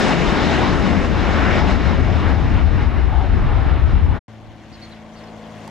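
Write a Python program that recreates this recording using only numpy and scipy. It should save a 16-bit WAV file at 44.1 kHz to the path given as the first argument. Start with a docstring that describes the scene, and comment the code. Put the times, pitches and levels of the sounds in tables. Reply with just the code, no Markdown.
"""Departing jet, then a landing propeller plane

A twin-jet airliner rolls away down a runway: beamed bands of noise dull and the deep rumble grows as its tail turns this way.
After a moment of silence a six-cylinder propeller plane comes in to land: sine tones on its engine cycle plus puffing noise.
A small bird chirps nearby in gliding two-voiced sines, over a soft noise breeze and a short dry click."""
import sys
import numpy as np
from scipy import signal
from scipy.io import wavfile
from scipy.ndimage import uniform_filter1d, minimum_filter1d

SR = 44100
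rng = np.random.default_rng(int(sys.argv[2]) if len(sys.argv) > 2 else 0)


def store_wav(level_fs):
    """Save 16-bit WAV to argv[1]."""
    pcm = np.round(np.clip(np.atleast_2d(level_fs), -1, 1) * 32767)
    wavfile.write(sys.argv[1], SR, pcm.T.astype(np.int16))


N = 251370
T = np.arange(N) / SR
JET_END_S, PLANE_START_S = 4.193, 4.2805


def from_db(db):
    """Decibels to gain."""
    return 10 ** (np.asarray(db) / 20)


def rms_one(x):
    """Scale to unit power."""
    return x / np.sqrt(np.mean(x ** 2) + 1e-20)


def in_time(rows):
    """Each column of a timed curve at every sample."""
    s, *columns = np.transpose(rows)
    return [np.interp(T, s, column) for column in columns]


def at_hz(points, hz):
    """Read a spectrum on a log-frequency axis."""
    table_hz, values = np.transpose(points)
    return np.interp(np.log(hz), np.log(table_hz), values)


def bump(offset, width):
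    """A smooth hill of height 1."""
    return np.exp(-(offset / width) ** 2)


def drift(rate_hz):
    """Slow random wandering with spread 1, made at a hundredth of the sample rate."""
    pole = np.exp(-200 * np.pi * rate_hz / SR)
    white = rng.standard_normal(N // 100 + 1002)
    slow = signal.lfilter([1], [1, -2 * pole, pole * pole], white)[1000:]
    return np.interp(np.arange(N) / 100, np.arange(len(slow)), rms_one(slow))


def bands(lowest_hz, count):
    """Third-octave bands, each a pair of unrelated noises of equal power per Hz."""
    white = rng.standard_normal((2, 2, N + SR // 2))
    for k in range(count):
        low, high = lowest_hz * 2 ** (np.array([k, k + 1]) / 3)
        band = signal.butter(3, [low, high], "band", fs=SR, output="sos")
        # neighbouring bands draw on different noise; the filter's first half second is dropped
        yield np.sqrt(low * high), signal.sosfilt(band, white[k % 2])[..., -N:]


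def pan(db):
    """Left and right gains for a left-minus-right level difference."""
    gains = from_db(np.array([[db], [-db]]) / 2)
    return gains / gains.mean()


def stereo(pair, alike, lead_s=0):
    """Mix two noises into left and right with a given likeness and lead of the left side."""
    alike = np.clip(alike, 0, .99)
    shared = np.sqrt((1 + alike) / 2) * pair[0]
    opposed = np.sqrt((1 - alike) / 2) * pair[1]
    left, right = shared + opposed, shared - opposed
    return np.array([left, np.roll(right, int(round(lead_s * SR)))])


def delayed(x, seconds):
    """The same sound a little later."""
    return np.array([np.interp(T - seconds, T, channel, left=0) for channel in x])


def evened(x, size):
    """Divide out the running loudness, so that the power stays even."""
    return x / np.sqrt(uniform_filter1d(np.mean(x ** 2, axis=0), size=size) + 1e-20)


def centred(db, heard):
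    """A level relative to its mean while its scene is heard."""
    return db - np.mean(db[heard])


# Phase between the two microphone capsules. Each row: frequency in Hz, lead of the left in radians.
CAPSULE_PHASE = [(75, 1), (115, -1.88), (230, -1.21), (450, -1.06), (620, -0.069), (1000, -0.66),
                 (1400, 0.71), (1800, 0.54), (3300, -0.2)]


def capsule_lead(hz):
    """Seconds by which the left capsule leads at a frequency."""
    return at_hz(CAPSULE_PHASE, hz) / (2 * np.pi * hz)


# The airliner's path: distance to the runway, how far past it is at the start, its speed.
RUNWAY_M, PAST_M, SPEED_M_PER_S = 174, 78.4, 56.2


def rolling_away(beam_deg, width_deg):
    """Level change in dB of one exhaust beam as the airliner recedes and its tail turns this way."""
    along_m = PAST_M + SPEED_M_PER_S * T
    off_axis_deg = np.degrees(np.arctan2(RUNWAY_M, along_m))
    spreading_db = -20 * np.log10(np.hypot(RUNWAY_M, along_m))
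    # the beam is 3 dB down at its width
    beam_db = -10 * np.log10(2) * ((off_axis_deg - beam_deg) / width_deg) ** 2
    return centred(spreading_db + beam_db, T < JET_END_S)


def hiss():
    """Faint, steady white noise under the airliner."""
    return from_db(-67.5) * stereo(rng.standard_normal((2, N)), alike=0.57)


# Colour of the moving air. Each row: frequency in Hz, relative level in dB per Hz.
BREEZE_COLOUR = [(20, -16), (36, -3), (55, -2), (85, -3), (140, 0), (280, -9.5)]
# Soft gusts on the field. Each row: centre in seconds, length in seconds, centre in Hz, lift in dB.
GUSTS = [(4.49, 0.1, 58, 14), (4.73, 0.062, 95, 11), (4.9, 0.07, 50, 7)]


def breeze(calm_db=-49.5):
    """Soft low rumble of moving air; each gust lifts its own part of the bass."""
    calm, out = 0, 0
    for hz, pair in bands(20.4, count=12):
        air = from_db(at_hz(BREEZE_COLOUR, hz)) * stereo(pair, 0.2)
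        gust_db = 0
        for s, length, centre_hz, db in GUSTS:
            gust_db = gust_db + db * bump(T - s, length) * bump(np.log2(hz / centre_hz), 0.98)
        calm = calm + air
        out = out + from_db(gust_db) * air
    return from_db(calm_db) * out / np.std(calm)


# Short dry clicks; scene() mutes those before the propeller plane. Each row: start in seconds, level in dB.
CLICKS = [(2.2508, -49), (3.6765, -48), (5.6778, -39)]
# What they ring with. Each row: frequency in Hz, relative level in dB, 60 dB decay time in seconds.
CLICK_MODES = [(900, 8.5, 0.02), (4700, -1, 0.007), (6000, -4, 0.007), (7500, -4, 0.0068),
               (11700, -6, 0.004)]


def click(right_db=6, crack_db=-1.0, crack_t60_s=0.005):
    """Short dry clicks, each doubled: a noise crack over a few ringing modes."""
    out = np.zeros(N)
    age = np.arange(SR // 60) / SR
    highpass = signal.butter(2, 4000, "high", fs=SR, output="sos")
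    for s, db in CLICKS:
        for delay_s, copy_db in [(0, 0), (0.0011, -2)]:
            crack = signal.sosfilt(highpass, rng.standard_normal(len(age)))
            crack = crack * from_db(crack_db - 60 * age / crack_t60_s)
            ring = sum(from_db(mode_db - 60 * age / t60_s) * np.sin(2 * np.pi * hz * age)
                       for hz, mode_db, t60_s in CLICK_MODES)
            burst = from_db(db + copy_db) * (ring + crack)
            out += np.interp(T - s - delay_s, age, burst, left=0, right=0)
    return out * pan(-right_db)


# Chirps on four-point pitch glides. Each row: start in seconds, length in seconds, start, top, low and end
# pitch in Hz, level in dB, warble spread in Hz, second voice in dB relative to the first.
CHIRPS = [(4.718, 0.046, 3680, 4750, 4320, 4200, -51, 40, -7),
          (4.807, 0.053, 3350, 4480, 4200, 4480, -44.5, 80, -17),
          (4.908, 0.027, 3500, 4180, 4060, 3900, -49, 110, -11),
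          (5.126, .032, 5800, 6150, 5950, 5750, -58, 400, -14),
          (5.157, 0.041, 3950, 4780, 4450, 4250, -53.5, 70, -6),
          (5.237, 0.008, 4900, 5100, 5300, 5600, -52, 300, -14),
          (5.268, .026, 4300, 4250, 4050, 3800, -55, 260, -12)]
# The other side of the syrinx sings a little higher; the main voice has a faint octave.
SECOND_VOICE_RATIO, OCTAVE_DB = 1.15, -24


def bird(flutter_db=2.5, left_lag_s=.00005, echo_db=-9, echo_t60_s=.45):
    """Short two-voiced chirps with a rough warble, off to the right and scattered by the trees."""
    out = np.zeros(N)
    warble, flutter = drift(300), flutter_db * drift(120)
    for s, length, *contour_hz, db, warble_hz, second_db in CHIRPS:
        span = (T >= s) & (T < s + length)
        along = (T[span] - s) / length
        hz = np.interp(along, [0, .33, .72, 1], contour_hz) + warble_hz * warble[span]
        phase = 2 * np.pi * np.cumsum(hz) / SR
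        voices = np.sin(phase) + from_db(OCTAVE_DB) * np.sin(2 * phase)
        voices = voices + from_db(second_db) * np.sin(SECOND_VOICE_RATIO * phase)
        envelope = np.abs(np.sin(np.pi * along ** 1.3)) ** 0.5
        out[span] += from_db(db + flutter[span]) * np.sqrt(2) * envelope * voices
    # decaying noise of unit energy stands for the scattering
    scatter = rng.standard_normal((2, SR // 2)) * from_db(-60 * T[:SR // 2] / echo_t60_s)
    scatter = scatter / np.linalg.norm(scatter, axis=1, keepdims=True)
    direct = np.array([delayed([out], left_lag_s)[0], out]) * pan(-0.97)
    return direct + from_db(echo_db) * signal.fftconvolve(out[None], scatter, axes=1)[:, :N]


# Wind thuds on the microphone. Each row: centre in seconds, length in seconds, relative level in dB.
THUDS = [(0.31, 0.085, -19), (1.035, 0.039, -15), (2.587, 0.09, -22), (3.46, 0.086, -14)]


def buffeting(steady_db=-36, left_db=11):
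    """Wind thuds softly on the microphone beside the runway: evened bass noise pushed up by each thud."""
    out = sum(stereo(pair, 0.79) for _, pair in bands(26, count=3))
    push = from_db(steady_db) + sum(from_db(db) * bump(T - s, length) for s, length, db in THUDS)
    return push * evened(out, 5000) * pan(left_db) / 2


# Centre of the boom. Each row: time in seconds, frequency in Hz.
BOOM_PITCH = [(0.5, 72), (1.4, 71.4), (1.8, 79.98), (2.3, 84.35), (2.75, 73.28), (3.4, 64.94),
              (3.85, 63.17), (4.1, 72)]


def boom(level_db=-25, width_hz=18, left_db=18):
    """The heart of the rumble: a narrow noise band whose centre climbs, then sinks, then rises at the end."""
    phase = 2 * np.pi * np.cumsum(in_time(BOOM_PITCH)[0]) / SR
    narrow = drift(width_hz) * np.cos(phase) + drift(width_hz) * np.sin(phase)
    return from_db(level_db) * narrow * pan(left_db) / 2


# Colour of the rumble on each side. 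Each row: frequency in Hz, relative level in dB per Hz.
RUMBLE_LEFT = [(20, -26.5), (32, -1.5), (50, -4), (66, 1.5), (85, -1.5), (105, -9), (150, -25.5),
               (300, -34.5)]
RUMBLE_RIGHT = [(20, -23), (40, -10), (80, -14.5), (125, -8.5), (170, -15.5), (230, -20.5), (300, -23)]
# Stereo width of the rumble. Each row: frequency in Hz, left-right likeness from 0 to 1.
RUMBLE_LIKENESS = [(22, 0.45), (45, 0.62), (65, 1), (100, 0.05), (250, 0.14)]
# The rumble surges and sags. Each row: centre in seconds, length in seconds, level change in dB.
SURGES = [(0.75, 0.08, 0.5), (2.037, 0.02, 4.5), (2.63, 0.1, 2.5), (2.92, 0.028, -4.5), (3.923, 0.13, 3),
          (4.14, 0.03, -1)]
RUMBLE_BEAM_DEG, RUMBLE_WIDTH_DEG = 9.5, 21.1


def rumble(level_db=-17):
    """Deep, lumpy noise that grows behind the engines; the left side booms near 70 Hz."""
    out = boom()
    for hz, pair in bands(18.67, count=12):
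        sides_db = [[at_hz(RUMBLE_LEFT, hz)], [at_hz(RUMBLE_RIGHT, hz)]]
        out = out + from_db(sides_db) * stereo(pair, at_hz(RUMBLE_LIKENESS, hz), capsule_lead(hz))
    surge_db = sum(db * bump(T - s, length) for s, length, db in SURGES)
    path_db = rolling_away(RUMBLE_BEAM_DEG, RUMBLE_WIDTH_DEG)
    return from_db(level_db + surge_db + path_db) * evened(out, 7000)


# Exhaust rasp and propeller wash, levels before centring.
# Each row: time in seconds, level of the middle in dB, level of the treble in dB.
RASP = [(4.3, -47.5, -53), (4.42, -45, -55), (4.57, -49, -53.5), (4.84, -48, -47.5), (5.11, -47, -53.5),
        (5.2, -44.5, -48.5), (5.34, -39, -52.5), (5.38, -43, -50.5), (5.66, -39.5, -48)]
# Colour of the rasp. Each row: frequency in Hz, relative level in dB per Hz.
RASP_COLOUR = [(260, -3), (400, -2.5), (520, -1), (660, -4), (1030, -4), (1300, -10.5), (1640, -6),
               (2070, -8), (2600, -12.5), (3280, -11.5), (4300, -19.5), (6500, -23), (9000, -36.5),
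               (13000, -37.5)]
# Stereo width of the rasp. Each row: frequency in Hz, left-right likeness from 0 to 1.
RASP_LIKENESS = [(250, 0.76), (1000, 0.75), (2800, 0.76), (4000, 0.54), (9000, 0.37)]


def rasp(cycles, level_db=-32, throb=0.11, patchy_db=1.5):
    """Each firing lets out a puff of noise over the steady wash of the propellers."""
    middle_db, treble_db = (centred(db, T > PLANE_START_S) for db in in_time(RASP))
    # less air in the way as the plane nears: the top opens up
    opening_db = np.interp(T, [5.0, 5.7], [0, 4.0])
    out = 0
    for hz, pair in bands(220.0, count=18):
        treble_share = at_hz([(900, 0.1), (1700, 0.93)], hz)
        opening_share = at_hz([(3500, 0.14), (7000, 0.74)], hz)
        tilt_db = treble_share * (treble_db - middle_db) + opening_share * opening_db
        gain = from_db(at_hz(RASP_COLOUR, hz) + tilt_db + patchy_db * drift(33))
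        out = out + gain * stereo(pair, at_hz(RASP_LIKENESS, hz))
    # six firings per four-stroke cycle
    puffs = 1 + throb * np.cos(2 * np.pi * 6 * cycles)
    return from_db(middle_db + level_db) * out * puffs


# Strongest exhaust tone, twice the firing rate, sinking as the plane draws level.
# Each row: time in seconds, frequency in Hz.
ENGINE_PITCH = [(4.3, 220.4), (4.65, 220.4), (4.9, 219.6), (5.15, 219.0), (5.33, 217.8), (5.5, 216.3),
                (5.68, 214.8)]


def engine_cycles():
    """Running count of four-stroke cycles; the strongest tone is the twelfth multiple of their rate."""
    return np.cumsum(in_time(ENGINE_PITCH)[0]) / SR / 12


# The four loudest exhaust tones, swelling and fading in turn. Each row: time in seconds,
# firing tone in dB, its fifth in dB, its octave in dB, its twelfth in dB.
DRONE = [(4.3, -41, -61, -45, -64), (4.52, -45, -55, -50.5, -53), (4.66, -51, -55, -48, -53),
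         (4.85, -45.5, -51, -44.5, -50), (5.04, -56, -50, -42.5, -55), (5.2, -48, -49, -44, -55),
         (5.42, -52.5, -49, -41, -55), (5.58, -43, -46, -42.5, -53), (5.68, -46, -45, -41, -53)]
# Their places in the series, as multiples of the four-stroke cycle.
DRONE_MULTIPLES = (6, 9, 12, 18)
# Weaker tones from unequal cylinders, before their waver.
# Each row: multiple of the four-stroke cycle, level far off in dB, level close by in dB.
CYCLE_TONES = [(3, -60, -56), (11, -59, -59), (14, -61, -57), (15, -62, -53.5), (16, -64, -62),
               (17, -57.5, -61), (27, -72.5, -50), (30, -60.5, -60), (32, -60.5, -56), (34, -62, -51.5),
               (35, -72, -53), (38, -64, -53), (39, -68, -54), (40, -59, -57), (41, -63, -53.5),
               (43, -66, -60), (47, -66, -60)]
# The plane's approach. Each row: time in seconds, nearness from 0 far off to 1 close by.
NEARNESS = [(4.3, 0), (4.65, 0), (4.95, 0.46), (5.15, 0.63), (5.33, 1), (5.68, 0.86)]
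# The growl fills in the other cycle tones: dB per tone before colour and waver.
GROWL_FAR_DB, GROWL_NEAR_DB = -69.5, -63.5
# Colour of the growl. Each row: frequency in Hz, level change in dB.
GROWL_COLOUR = [(240, -1), (350, -4), (450, 1.5), (560, -4), (680, 4.5), (800, -1), (950, -2), (1150, -3),
                (1300, -8)]


def engine_tones(cycles, waver_db=1.0, blade_db=-56, blade_waver_db=-1.0):
    """Exhaust tones on multiples of the four-stroke cycle, and the beat of the geared three-blade propeller."""
    heard = T > PLANE_START_S

    def tone(multiple, db):
        """One sine with a slightly wandering phase."""
        phase = 2 * np.pi * (multiple * cycles[heard] + rng.random()) + .15 * drift(4)[heard]
        return np.sqrt(2) * from_db(db[heard]) * np.sin(phase)

    near, = in_time(NEARNESS)
    mean_cycle_hz = cycles[-1] / T[-1]
    growl_db = GROWL_FAR_DB + near * (GROWL_NEAR_DB - GROWL_FAR_DB)
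    levels_db = {k: growl_db + at_hz(GROWL_COLOUR, mean_cycle_hz * k) for k in range(13, 66)}
    # the tones of unequal cylinders replace the growl at their multiples
    for k, far_db, near_db in CYCLE_TONES:
        levels_db[round(k)] = far_db + near * (near_db - far_db)
    weak = sum(tone(k, db + waver_db * drift(2)) for k, db in levels_db.items() if k not in DRONE_MULTIPLES)
    loud = sum(tone(k, db) for k, db in zip(DRONE_MULTIPLES, in_time(DRONE)))
    blades_per_cycle = 4.27
    blades = tone(blades_per_cycle, blade_db + blade_waver_db * drift(2))
    out = np.zeros(N)
    out[heard] = loud + weak + blades
    return out


# Middle of the roar, swelling and fading in the wind. Each row: time in seconds, level in dB before centring.
ROAR = [(0.02, -27), (0.13, -28.5), (0.17, -33), (0.27, -29.5), (0.67, -29), (0.8, -31.5), (0.9, -32.5),
        (0.98, -35), (1.05, -32.5), (1.09, -36.5), (1.18, -32), (1.28, -31), (1.59, -29), (1.63, -34),
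        (1.71, -29), (1.78, -36.5), (1.87, -32.5), (2.1, -37), (2.3, -34), (2.36, -39), (2.57, -37.5),
        (2.66, -42.5), (2.78, -39), (2.845, -38.5), (2.88, -43), (2.99, -40), (3.06, -42.5), (3.5, -40),
        (3.62, -39), (4.0, -42.5), (4.07, -45), (4.16, -42)]
# Low notes ride through the wind, high ones fade with it. Each row: frequency in Hz, share of the fading.
FADING_SHARE = [(170, 0.18), (400, 0.57), (800, 1.06), (2000, 0.81), (7000, 1)]
# The exhaust beams lows backwards and highs sideways.
# Each row: frequency in Hz, loudest angle off the jet's axis in degrees.
BEAM = [(120, 53.5), (220, 47.7), (400, 67.3), (800, 54.2), (1600, 62), (3000, 66), (5000, 78.4),
        (8500, 106.5)]
# The beam is narrowest for the low growl.
# Each row: frequency in Hz, degrees from the loudest direction at which it is 3 dB down.
BEAM_WIDTH = [(220, 14.5), (400, 21.5), (3000, 22), (8000, 22.5)]
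# Parts of the roar swell or thin for a while.
# Each row: centre in seconds, length in seconds, centre in Hz, level change in dB.
SWELLS = [(0.655, 0.043, 950, 11), (1.525, 0.074, 1870, 8), (1.32, 0.088, 1950, 3), (3.18, 0.079, 853, 12),
          (3.42, 0.08, 1400, 5), (0.1, 0.28, 180, 9.5), (2.3, 0.33, 236, 3), (0.09, 0.053, 720, 10.5),
          (0.93, 0.068, 200, 4), (1.75, 0.13, 180, 4.5), (3.385, 0.048, 350, 8), (4.08, 0.057, 140, 4.5),
          (3.7, 0.92, 575, -3.5), (1.75, 0.55, 5500, 2.5), (1.7, 0.64, 9000, 1.5)]
# Sound off the ground cancels one low band and lifts its octave; both climb with distance.
# Each row: time in seconds, frequency of the dip in Hz.
GROUND_DIP = [(0, 99), (1.5, 110), (2.4, 141), (3.2, 190), (4.2, 195)]
# Colour of the roar. Each row: frequency in Hz, relative level in dB per Hz.
JET_COLOUR = [(105, 4), (170, 8), (290, 5), (520, -2.5), (800, -1), (1250, -6.5), (1630, -8.5), (2050, -8),
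              (2590, -16), (3260, -17), (4100, -23), (5200, -27.5), (6500, -34.5), (8500, -50),
              (11000, -65), (13000, -68)]
# Stereo width of the roar. Each row: frequency in Hz, left-right likeness from 0 to 1.
JET_LIKENESS = [(120, 0.27), (180, 0.79), (280, 0.93), (450, 1), (800, 0.85), (3500, 0.81), (8000, 0.5)]
# Stereo balance of the roar. Each row: frequency in Hz, left minus right in dB.
JET_BALANCE = [(170, 13.5), (300, 4.5), (510, -0.5), (780, 4.5), (1150, -2.5), (1600, 4.5), (2600, 0.5),
               (4000, 3.5), (7500, 1)]


def jet(level_db=-11.5, flutter_db=0.5, patchy_db=1.3, dip_db=-7, lift_db=1.5):
    """Exhaust mixing noise; turbulent air makes it flutter, and the treble fades as the tail turns this way."""
    roar_db, = in_time(ROAR)
    # the roar's swelling and fading, apart from its slow change along the path
    middle_path_db = rolling_away(at_hz(BEAM, 2200), at_hz(BEAM_WIDTH, 2200))
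    fading_db = centred(roar_db, T < JET_END_S) - middle_path_db
    dip_hz, = in_time(GROUND_DIP)
    out, together, below = 0, drift(3.1), drift(9)
    for hz, pair in bands(90.5, count=21):
        # each part of the spectrum leaves the nozzles at its own angle
        path_db = rolling_away(at_hz(BEAM, hz), at_hz(BEAM_WIDTH, hz))
        # neighbouring bands share part of their flutter
        own = drift(5.3)
        patches_db = patchy_db * (own + below) / np.sqrt(2)
        below = own
        air_db = at_hz(FADING_SHARE, hz) * (fading_db + flutter_db * together + patches_db)
        swell_db = 0
        for s, length, centre_hz, db in SWELLS:
            swell_db = swell_db + db * bump(np.log2(hz / centre_hz), 0.17) * bump(T - s, length)
        octaves = np.log2(hz / dip_hz)
        ground_db = dip_db * bump(octaves, 0.23) + lift_db * bump(octaves - 1, 0.3)
        gain = from_db(level_db + at_hz(JET_COLOUR, hz) + path_db + air_db + swell_db + ground_db)
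        sides = stereo(pair, at_hz(JET_LIKENESS, hz), capsule_lead(hz))
        out = out + gain * sides * pan(at_hz(JET_BALANCE, hz))
    # a close reflection ripples the treble
    bright = signal.sosfilt(signal.butter(1, 3000, "high", fs=SR, output="sos"), out)
    return out + .3 * delayed(bright, .00079)


def scene():
    """The jet scene fades out quickly; after a silent gap the propeller scene starts at once."""
    cycles = engine_cycles()
    roar_fade = np.clip((JET_END_S - T) / 0.022, 0, 1)
    bass_fade = np.clip((JET_END_S - T) / 0.053, 0, 1)
    plane_start = np.clip((T - PLANE_START_S) / .001, 0, 1)
    airliner = (hiss() + jet()) * roar_fade + (buffeting() + rumble()) * bass_fade
    plane = breeze() + click() + bird() + (rasp(cycles) + engine_tones(cycles)) * pan(3.1)
    return airliner + plane * plane_start


def record(dry, cutoff_hz=12900):
    """A limiter holds down the biggest surges; the top is cut steeply."""
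    allowed = np.minimum(1, .75 / (np.abs(dry).max(axis=0) + 1e-9))
    gain = uniform_filter1d(minimum_filter1d(allowed, size=400), size=400)
    steep = signal.ellip(10, .2, 80, cutoff_hz, fs=SR, output="sos")
    return signal.sosfilt(steep, dry * gain)


dry = scene()
out = record(dry)
store_wav(out)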